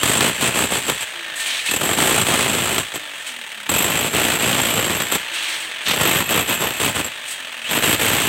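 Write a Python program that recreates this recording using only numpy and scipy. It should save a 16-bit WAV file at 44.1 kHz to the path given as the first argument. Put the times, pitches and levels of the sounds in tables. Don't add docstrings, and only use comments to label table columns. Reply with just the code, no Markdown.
import sys
import numpy as np
from scipy import signal
from scipy.fft import rfft, irfft
from scipy.io import wavfile
from scipy.ndimage import uniform_filter1d

SR = 44100
rng = np.random.default_rng(int(sys.argv[2]) if len(sys.argv) > 2 else 0)


def amplitude_ratio(level_db):
    exponent = np.asarray(level_db, float) / 20
    return 10 ** exponent


def digitize_waveform(pressure):
    field = np.atleast_2d(pressure).T
    bounded = np.clip(field, -1, 1)
    quanta = np.round(bounded * 32767).astype(np.int16)
    wavfile.write(sys.argv[1], SR, quanta)


N = 365148

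# freq_hz, level_db (dB per Hz)
SLAB = [(18, -61), (30, -18.5), (84, -4.5), (113, -1.5), (333, -1), (1500, -9), (1950, -56), (3300, -120)]
# freq_hz, level_db (dB per Hz)
HOUSING = [(120, -29.5), (200, -26.5), (395, -18), (534, -12), (803, -11.5), (884, -9), (972, -11),
           (1420, -7), (1520, -6.5), (1650, -3), (2170, -4), (3230, -2.5), (5200, -22), (6760, -18),
           (11400, -120)]
# freq_hz, level_db (dB per Hz)
GRIT = [(2470, 0.5), (4200, -0.5), (5240, -7.5), (5700, -6), (7230, 1), (7810, 6.5), (8490, 6.5),
        (10300, -5.5), (11000, -6.5), (15800, -11)]
# freq_hz, level_db (dB per Hz)
CRACK = [(3000, -24), (6000, -9), (9500, -2), (11000, -1), (13500, -2), (14900, -4), (15500, 2), (17000, 2)]
# on_s, off_s, loaded_speed (crank turns per s)
TRIGGER = [
    (-1, .985, 57.21),
    (1.774, 2.82, 56.62),
    (3.679, 5.189, 56.96),
    (5.959, 6.927, 57.41),
    (7.649, 9, 57.59),
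]


def rms_one(x):
    return x / np.sqrt(np.mean(x ** 2) + 1e-20)


def coloured(x, spectrum):
    hz, db = np.transpose(spectrum)
    grid = np.maximum(np.arange(2049) * SR / 4096, 1)
    below_db = 15 * np.clip(np.log2(grid / hz[0]), -4, 0)
    log_gain = np.log(amplitude_ratio(np.interp(np.log(grid), np.log(hz), db) + below_db))
    cepstrum = irfft(log_gain)
    cepstrum[1:2048] *= 2
    cepstrum[2049:] = 0
    response = irfft(np.exp(rfft(cepstrum)))
    return rms_one(signal.fftconvolve(x, response)[:N])


def ring(clicks, hz, t60):
    r, w = amplitude_ratio(-60 / (t60 * SR)), 2 * np.pi * hz / SR
    return signal.lfilter([0, np.sin(w)], [1, -2 * r * np.cos(w), r * r], clicks + 1e-18)


def dying(clicks, rise_s, fall_s):
    rise, fall = np.exp(-1 / (np.array([rise_s, fall_s]) * SR))
    return signal.lfilter([1 - rise], np.convolve([1, -rise], [1, -fall]), clicks)


def contacts(grain_db):
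    size_db = grain_db * np.minimum(rng.exponential(1, N), 6)
    return rms_one(amplitude_ratio(size_db) * rng.standard_normal(N))


def knocks(events):
    clicks = np.zeros(N)
    clicks[[round(s * SR) for s, db in events]] = amplitude_ratio(np.array(events)[:, 1])
    return clicks


def heard_in(force, first, first_db, second, second_db):
    both = amplitude_ratio(first_db) * coloured(force, first) + amplitude_ratio(second_db) * coloured(force, second)
    return both * np.std(force)


def louder(*dbs):
    return 10 * np.log10(sum(amplitude_ratio(db) ** 2 for db in dbs))


def held(rows, column, rise, sag, fall):
    t = np.arange(0, N + 32, 32) / SR
    rows = np.array(rows)[:, :, None]
    since, length = t - rows[:, 0], rows[:, 1]
    db = rows[:, column] + abs(rise) * np.minimum(since, 0)
    db = db - sag * np.clip(since, 0, length)
    db = db - abs(fall) * np.maximum(since - length, 0)
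    return np.interp(np.arange(N) / SR, t, db.max(axis=0))


def powered(level_db, fall):
    rows = [(on + 0.057, off - on - .095, level_db) for on, off, loaded in TRIGGER]
    return held(rows, column=2, rise=530, sag=0, fall=fall)


def bite_level(column, rise, sag, fall):
    # start_s, length_s, thud_db, housing_db,
    # ring_db
    pressed_bites = [(.03, 0.15, -24, -20, -26), (.205, 0.084, -22.5, -20, -30), (.41, 0.076, -24, -20.5, -30),
                     (.545, 0.098, -23.5, -22, -28), (.71, 0.066, -26, -23.5, -31), (.875, 0.026, -26, -23, -31),
                     (1.005, 0.018, -42, -27, -33.5), (1.69, .015, -31.5, -32, -36), (1.71, 0.059, -30.5, -24, -22),
                     (1.8, 0.15, -26, -25, -27), (2.945, 0.0089, -31, -26, -28.5), (5.0, 0.019, -26.5, -23, -30),
                     (5.115, 0.043, -33, -22, -29), (6.29, 0.12, -23.5, -20, -28), (6.48, 0.068, -26.5, -20.5, -28),
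                     (6.6, 0.073, -25.5, -23.5, -30.5), (6.8, 0.09, -24.5, -21.5, -32),
                     (6.95, 0.055, -27.5, -24, -33), (7.044, 0.015, -32, -31, -30.5),
                     (7.705, 0.08, -25.5, -22, -28.5), (7.825, 0.12, -24, -18, -27.5),
                     (1.975, .25, -22, -19, -26), (2.26, .2, -24, -20, -34), (2.47, .335, -26.5, -24, -31),
             (3.697, .16, -25, -21, -22), (3.866, 0.21, -25.5, -22.5, -29.5),
             (4.134, 0.23, -23.5, -19.5, -28), (4.396, 0.32, -25, -20.5, -27.5),
             (4.728, 0.24, -25.5, -24, -29), (5.876, 0.115, -26, -24.5, -29),
             (5.997, 0.21, -23.5, -18.5, -26.5), (7.999, 0.35, -25, -19.5, -29)]
    return held(pressed_bites, column, rise, sag, fall)


def drag_levels():
    # start_s, length_s, housing_db, grit_db
    drags = [(1.39, .06, -25.5, -28.5), (1.46, 0.14, -20.5, -28), (1.655, 0.045, -21, -30),
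             (3.16, .05, -50, -39), (3.26, 0.036, -29.5, -38), (5.34, .05, -22.5, -31),
             (5.42, 0.045, -23, -33), (5.485, 0.067, -22.5, -29.5), (5.58, 0.061, -31, -33.5),
             (5.866, .05, -15, -27), (7.27, .05, -38, -34.5), (7.655, 0.045, -32, -35)]
    return held(drags, column=2, rise=920, sag=10, fall=300), held(drags, column=3, rise=330, sag=5.4, fall=125)


def spot(column):
    # start_s, grit_over_housing_db, tip_over_shank_db, crack_over_housing_db, idle_housing_db
    spots = [
        (0, 1, -10, -26, -29.5),
        (1.65, 0, -8, -21, -31.5),
        (3.68, -3, -7, -19, -35),
        (4.4, -2.5, -5, -22, -28),
        (5.84, -4.5, -3.5, -19, -31.5),
        (6.72, -1, -7, -17, -30.5),
        (7.66, -2.5, -3.5, -18.5, -27),
    ]
    rows = np.array(spots)
    current = np.maximum(np.searchsorted(rows[:, 0], np.arange(N) / SR) - 1, 0)
    return rows[current, column]


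def during(rows, t):
    return sum((t >= row[0]) & (t < row[0] + row[1]) for row in rows) > 0


def motor_speed():
    # start_s, length_s
    resisted = [(.03, .16), (.205, .095), (.41, .09), (.545, .11), (.71, .09), (.875, .04), (1.8, .14),
                (1.97, .83), (3.69, .39), (4.13, .85), (5, .035), (5.115, .055), (5.875, .36), (6.29, .13),
                (6.48, .075), (6.6, .09), (6.8, .11), (7.705, .09), (7.825, .14), (7.995, .3)]
    start_speed, free_speed = 39.23, 68.49
    spin_up_s, coast_s = .111, 1.508
    step = 64 / SR
    t = np.arange(0, N / SR + step, step)
    on, off, loaded = np.transpose(TRIGGER)[:, :, None]
    power = (np.clip((t - on) / step, 0, 1) * np.clip((off - t) / step, 0, 1)).sum(axis=0)
    loaded_speed = loaded[np.searchsorted(on[:, 0], t) - 1, 0]
    goal = np.where(during(resisted, t), loaded_speed, free_speed)
    speed = [start_speed]
    for aim, share in zip(goal, power):
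        pull = share * (aim - speed[-1]) / spin_up_s
        friction = (1 - share) * speed[-1] / coast_s
        speed.append(speed[-1] + step * (pull - friction))
    return np.interp(np.arange(N) / SR, t, speed[1:])


def crank():
    return .54 + np.cumsum(motor_speed()) / SR


def blows(spread_db, rebound_db):
    at = np.r_[0, np.flatnonzero(np.diff(np.floor(crank())))]
    chance = rng.standard_normal((len(at), 4))
    clicks = np.zeros(N + SR)
    clicks[at + (abs(chance[:, 0]) * .0006 * SR).astype(int)] = amplitude_ratio(spread_db * chance[:, 1])
    rebound_s = 0.00786 + 0.0026 * np.clip(chance[:, 2], -2, 2)
    clicks[at + (rebound_s * SR).astype(int)] = amplitude_ratio(rebound_db + 2 * spread_db * chance[:, 3])
    return clicks[:N]


def shower(clicks, level_db, spectrum, rise_s, fall_s, steady, grain_db):
    mean = uniform_filter1d(dying(clicks, rise_s, fall_s), size=SR // 16)
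    burst = dying(clicks * amplitude_ratio(level_db), rise_s, fall_s) / mean
    steady = np.clip(steady, 0, 1)
    force = ((1 - steady) * burst + steady * amplitude_ratio(level_db)) * contacts(grain_db)
    return coloured(force, spectrum) * np.std(force)


def steel(modes, level_db):
    out = np.zeros(N)
    for hz, mode_db, t60 in modes:
        taps = blows(spread_db=2.0, rebound_db=-4)
        chatter = .12 * dying(taps, .0003, .003) * rng.standard_normal(N)
        struck = taps + chatter
        out += amplitude_ratio(mode_db) * ring(struck * amplitude_ratio(level_db), hz, t60) / np.std(ring(struck, hz, t60))
    return out


def chisel(shank_db, tip_db):
    # freq_hz, level_db, t60_s
    shank = [(7615, 0, .035), (7850, -6, .02)]
    # freq_hz, level_db, t60_s
    tip = [(12140, -2, .04), (12565, 0, .065)]
    return steel(shank, shank_db - 1.0) + steel(tip, tip_db + 0.5)


def loose_parts(rattle_db):
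    # freq_hz, level_db, t60_s
    retainer = [(1805, 0, 0.12), (1697, -7, 0.018)]
    # freq_hz, level_db, t60_s
    collar = [(2597, -0.5, 0.045)]
    # freq_hz, level_db, t60_s
    handle = [(326, 1.5, 0.19)]
    # freq_hz, level_db, t60_s
    case = [(614, 1, 0.047), (890, -7, 0.21)]
    # start_s, length_s, retainer_db, collar_db, handle_db
    shakes = [
        (.42, 0.075, -42, -28, -70),
        (1.29, .12, -34.5, -50, -70),
        (1.675, .04, -34, -26, -70),
        (5.36, 0.38, -46, -43, -50),
        (6.25, 0.24, -46, -33, -70),
        (6.7, 0.35, -46, -38, -70),
        (7.38, 0.18, -51, -51, -70),
        (7.64, .06, -49, -33, -70),
    ]
    retainer_db, collar_db, handle_db = (held(shakes, column=k, rise=94, sag=4.2, fall=69) for k in range(2, 5))
    idle_db = -45.5
    loose = steel(retainer, louder(retainer_db, idle_db))
    loose = loose + steel(collar, louder(collar_db, rattle_db - 13, idle_db - 3))
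    return loose + steel(handle, handle_db) + steel(case, -51)


def chips(bite_db):
    odd_moments = rng.random(N) < 140 / SR
    size_db = 4.0 * np.minimum(rng.exponential(1, N), 4)
    snaps = odd_moments * amplitude_ratio(size_db) * rng.choice([-1, 1], N)
    return heard_in(rms_one(snaps) * amplitude_ratio(bite_db), SLAB, -7, HOUSING, -6)


def solid_blows():
    # start_s, peak_db
    solid = [(0.032, 0.5), (0.207, 2), (0.423, -4), (0.556, -20), (0.896, 2), (1.741, -23), (1.975, -17),
             (2.781, 2), (2.943, -27), (3.692, 1), (5.021, -5.5), (5.122, -0.5), (5.154, 0.5), (6.706, -5),
             (6.801, -23), (6.957, -12), (7.044, -15), (7.825, -25), (7.995, -5)]
    force = dying(knocks(solid), 0.00016, 0.0038) * contacts(grain_db=5.0)
    return heard_in(force, SLAB, -13.0, HOUSING, -12.5) + heard_in(force, GRIT, -14.5, CRACK, -18)


def scraping(clicks, dragged_db):
    # freq_hz, level_db (dB per Hz)
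    scrape = [(1300, -24), (2200, -2), (3300, -1), (4300, -6.5), (4900, -14), (6500, -13), (9000, -62)]
    return shower(clicks, dragged_db - 4, scrape, rise_s=.0004, fall_s=0.0074, steady=0.61, grain_db=0.5)


def slides():
    # start_s, peak_db
    falls = [(1.3544, -25), (1.3964, -22.5), (1.4594, -23), (1.6566, -19.5), (3.262, -26.5), (5.336, -27),
             (5.4226, -25), (5.4884, -28), (5.5994, -28), (7.2784, -25), (7.305, -24), (1.69, -30)]
    force = dying(knocks(falls), 0.0041, 0.024) * contacts(grain_db=-2.0)
    return heard_in(force, GRIT, -1.3, CRACK, -20)


def hammer():
    bite_db = louder(bite_level(column=2, rise=1000, sag=5.6, fall=620), powered(-39, fall=650), -52)
    rattle_db = louder(bite_level(column=3, rise=2300, sag=6.4, fall=700), powered(-31, fall=68))
    ring_db = louder(bite_level(column=4, rise=1500, sag=7.8, fall=460), powered(-36, fall=250))
    dragged_db, rush_db = drag_levels()
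    pace_db = 0.02 * (motor_speed() - 45)
    idle_db = spot(column=4) + pace_db
    housing_db = louder(rattle_db, dragged_db - 6.5, idle_db)
    grit_db = louder(rattle_db + spot(column=1), rush_db, -40.5 + pace_db)
    crack_db = louder(rattle_db + spot(column=3), rush_db - 45, -56)
    shank_db = louder(ring_db, -72)
    tip_db = louder(ring_db + spot(column=2), -88)
    bite_db = bite_db + 2 * np.minimum(bite_db + 48, 0)
    drag = 1.1 * amplitude_ratio(rush_db - grit_db) ** 2
    drag = np.maximum(drag, .15 * amplitude_ratio(idle_db - housing_db) ** 2)

    clicks = blows(spread_db=2.0, rebound_db=-8)
    slab = shower(clicks, bite_db + 1.5, SLAB, rise_s=.001, fall_s=.006, steady=.18, grain_db=3.5)
    housing = shower(clicks, housing_db - 1.5, HOUSING, rise_s=.0004, fall_s=.006,
                     steady=.4 + .5 * drag, grain_db=2.2)
    grit = shower(clicks, grit_db - 2.5, GRIT, rise_s=.0002, fall_s=.007, steady=.48 + .45 * drag, grain_db=1.6)
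    crack = shower(clicks, crack_db + 7, CRACK, rise_s=.0001, fall_s=.005, steady=.28 + .6 * drag, grain_db=1.5)
    rings = chisel(shank_db, tip_db) + loose_parts(rattle_db)
    rubble = scraping(clicks, dragged_db) + slides()
    return slab + housing + grit + crack + rings + chips(bite_db) + solid_blows() + rubble


def armature():
    # start_s, length_s, level_db
    hums = [
        (1.16, 0.062, -47.5),
        (1.3, 0.2, -55),
        (3.02, 0.081, -50),
        (3.28, 0.098, -53.5),
        (3.58, 0.087, -50),
        (7.42, 0.064, -55),
        (7.59, .06, -56),
    ]
    waver = rms_one(uniform_filter1d(rng.standard_normal((2, N)), size=SR // 25))
    speed = motor_speed()
    hum_hz = 6.0 * speed * (1 + 0.0156 * waver[1])
    hum_db = held(hums, column=2, rise=460, sag=5, fall=130) + 2.5 + 2.4 * waver[0]
    hum = amplitude_ratio(hum_db) * np.sin(2 * np.pi * np.cumsum(hum_hz) / SR)

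    acceleration = uniform_filter1d(np.gradient(speed) * SR, size=SR // 50)
    pull_db = 0.06 * np.clip(acceleration, 0, 250)
    speed = speed * (1 + .006 * waver[0])
    muffled_db = -1.2 * np.maximum(speed - 52, 0) - 1.5 * np.maximum(41 - speed, 0)
    whine_db = -42 + pull_db + muffled_db + 2.5 * waver[1]
    bars_passed = 70.5 * np.cumsum(speed) / SR
    return hum + amplitude_ratio(whine_db) * np.sin(2 * np.pi * bars_passed)


def room(x):
    t60_s = .3
    t = np.arange(SR // 2) / SR
    tail = rng.standard_normal(len(t)) * amplitude_ratio(-60 * t / t60_s) * (t > .004)
    tail = signal.sosfilt(signal.butter(1, [600, 7000], "band", fs=SR, output="sos"), tail)
    return signal.fftconvolve(x, tail / np.linalg.norm(tail))[:N]


def site_rumble():
    # freq_hz, level_db (dB per Hz)
    room_tone = [(18, -63), (30, -34), (86, -49), (160, -44), (178, -17), (243, 7), (300, 1), (390, -45),
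                 (660, -120)]
    return amplitude_ratio(-65) * coloured(rng.standard_normal(N), room_tone)


def scene():
    tool = hammer() + armature()
    return (tool + amplitude_ratio(-18) * room(tool) + site_rumble())[None, :]


def low_pass(x):
    return signal.sosfilt(signal.butter(12, 16900, fs=SR, output="sos"), x)


def record(dry):
    x = signal.sosfilt(signal.butter(3, 52, "high", fs=SR, output="sos"), dry)
    x = .75 * np.tanh(x / .75)
    x = signal.sosfilt(signal.ellip(12, .5, 70, 15830, fs=SR, output="sos"), x)
    return low_pass(x)


dry = scene()
out = record(dry)
digitize_waveform(out)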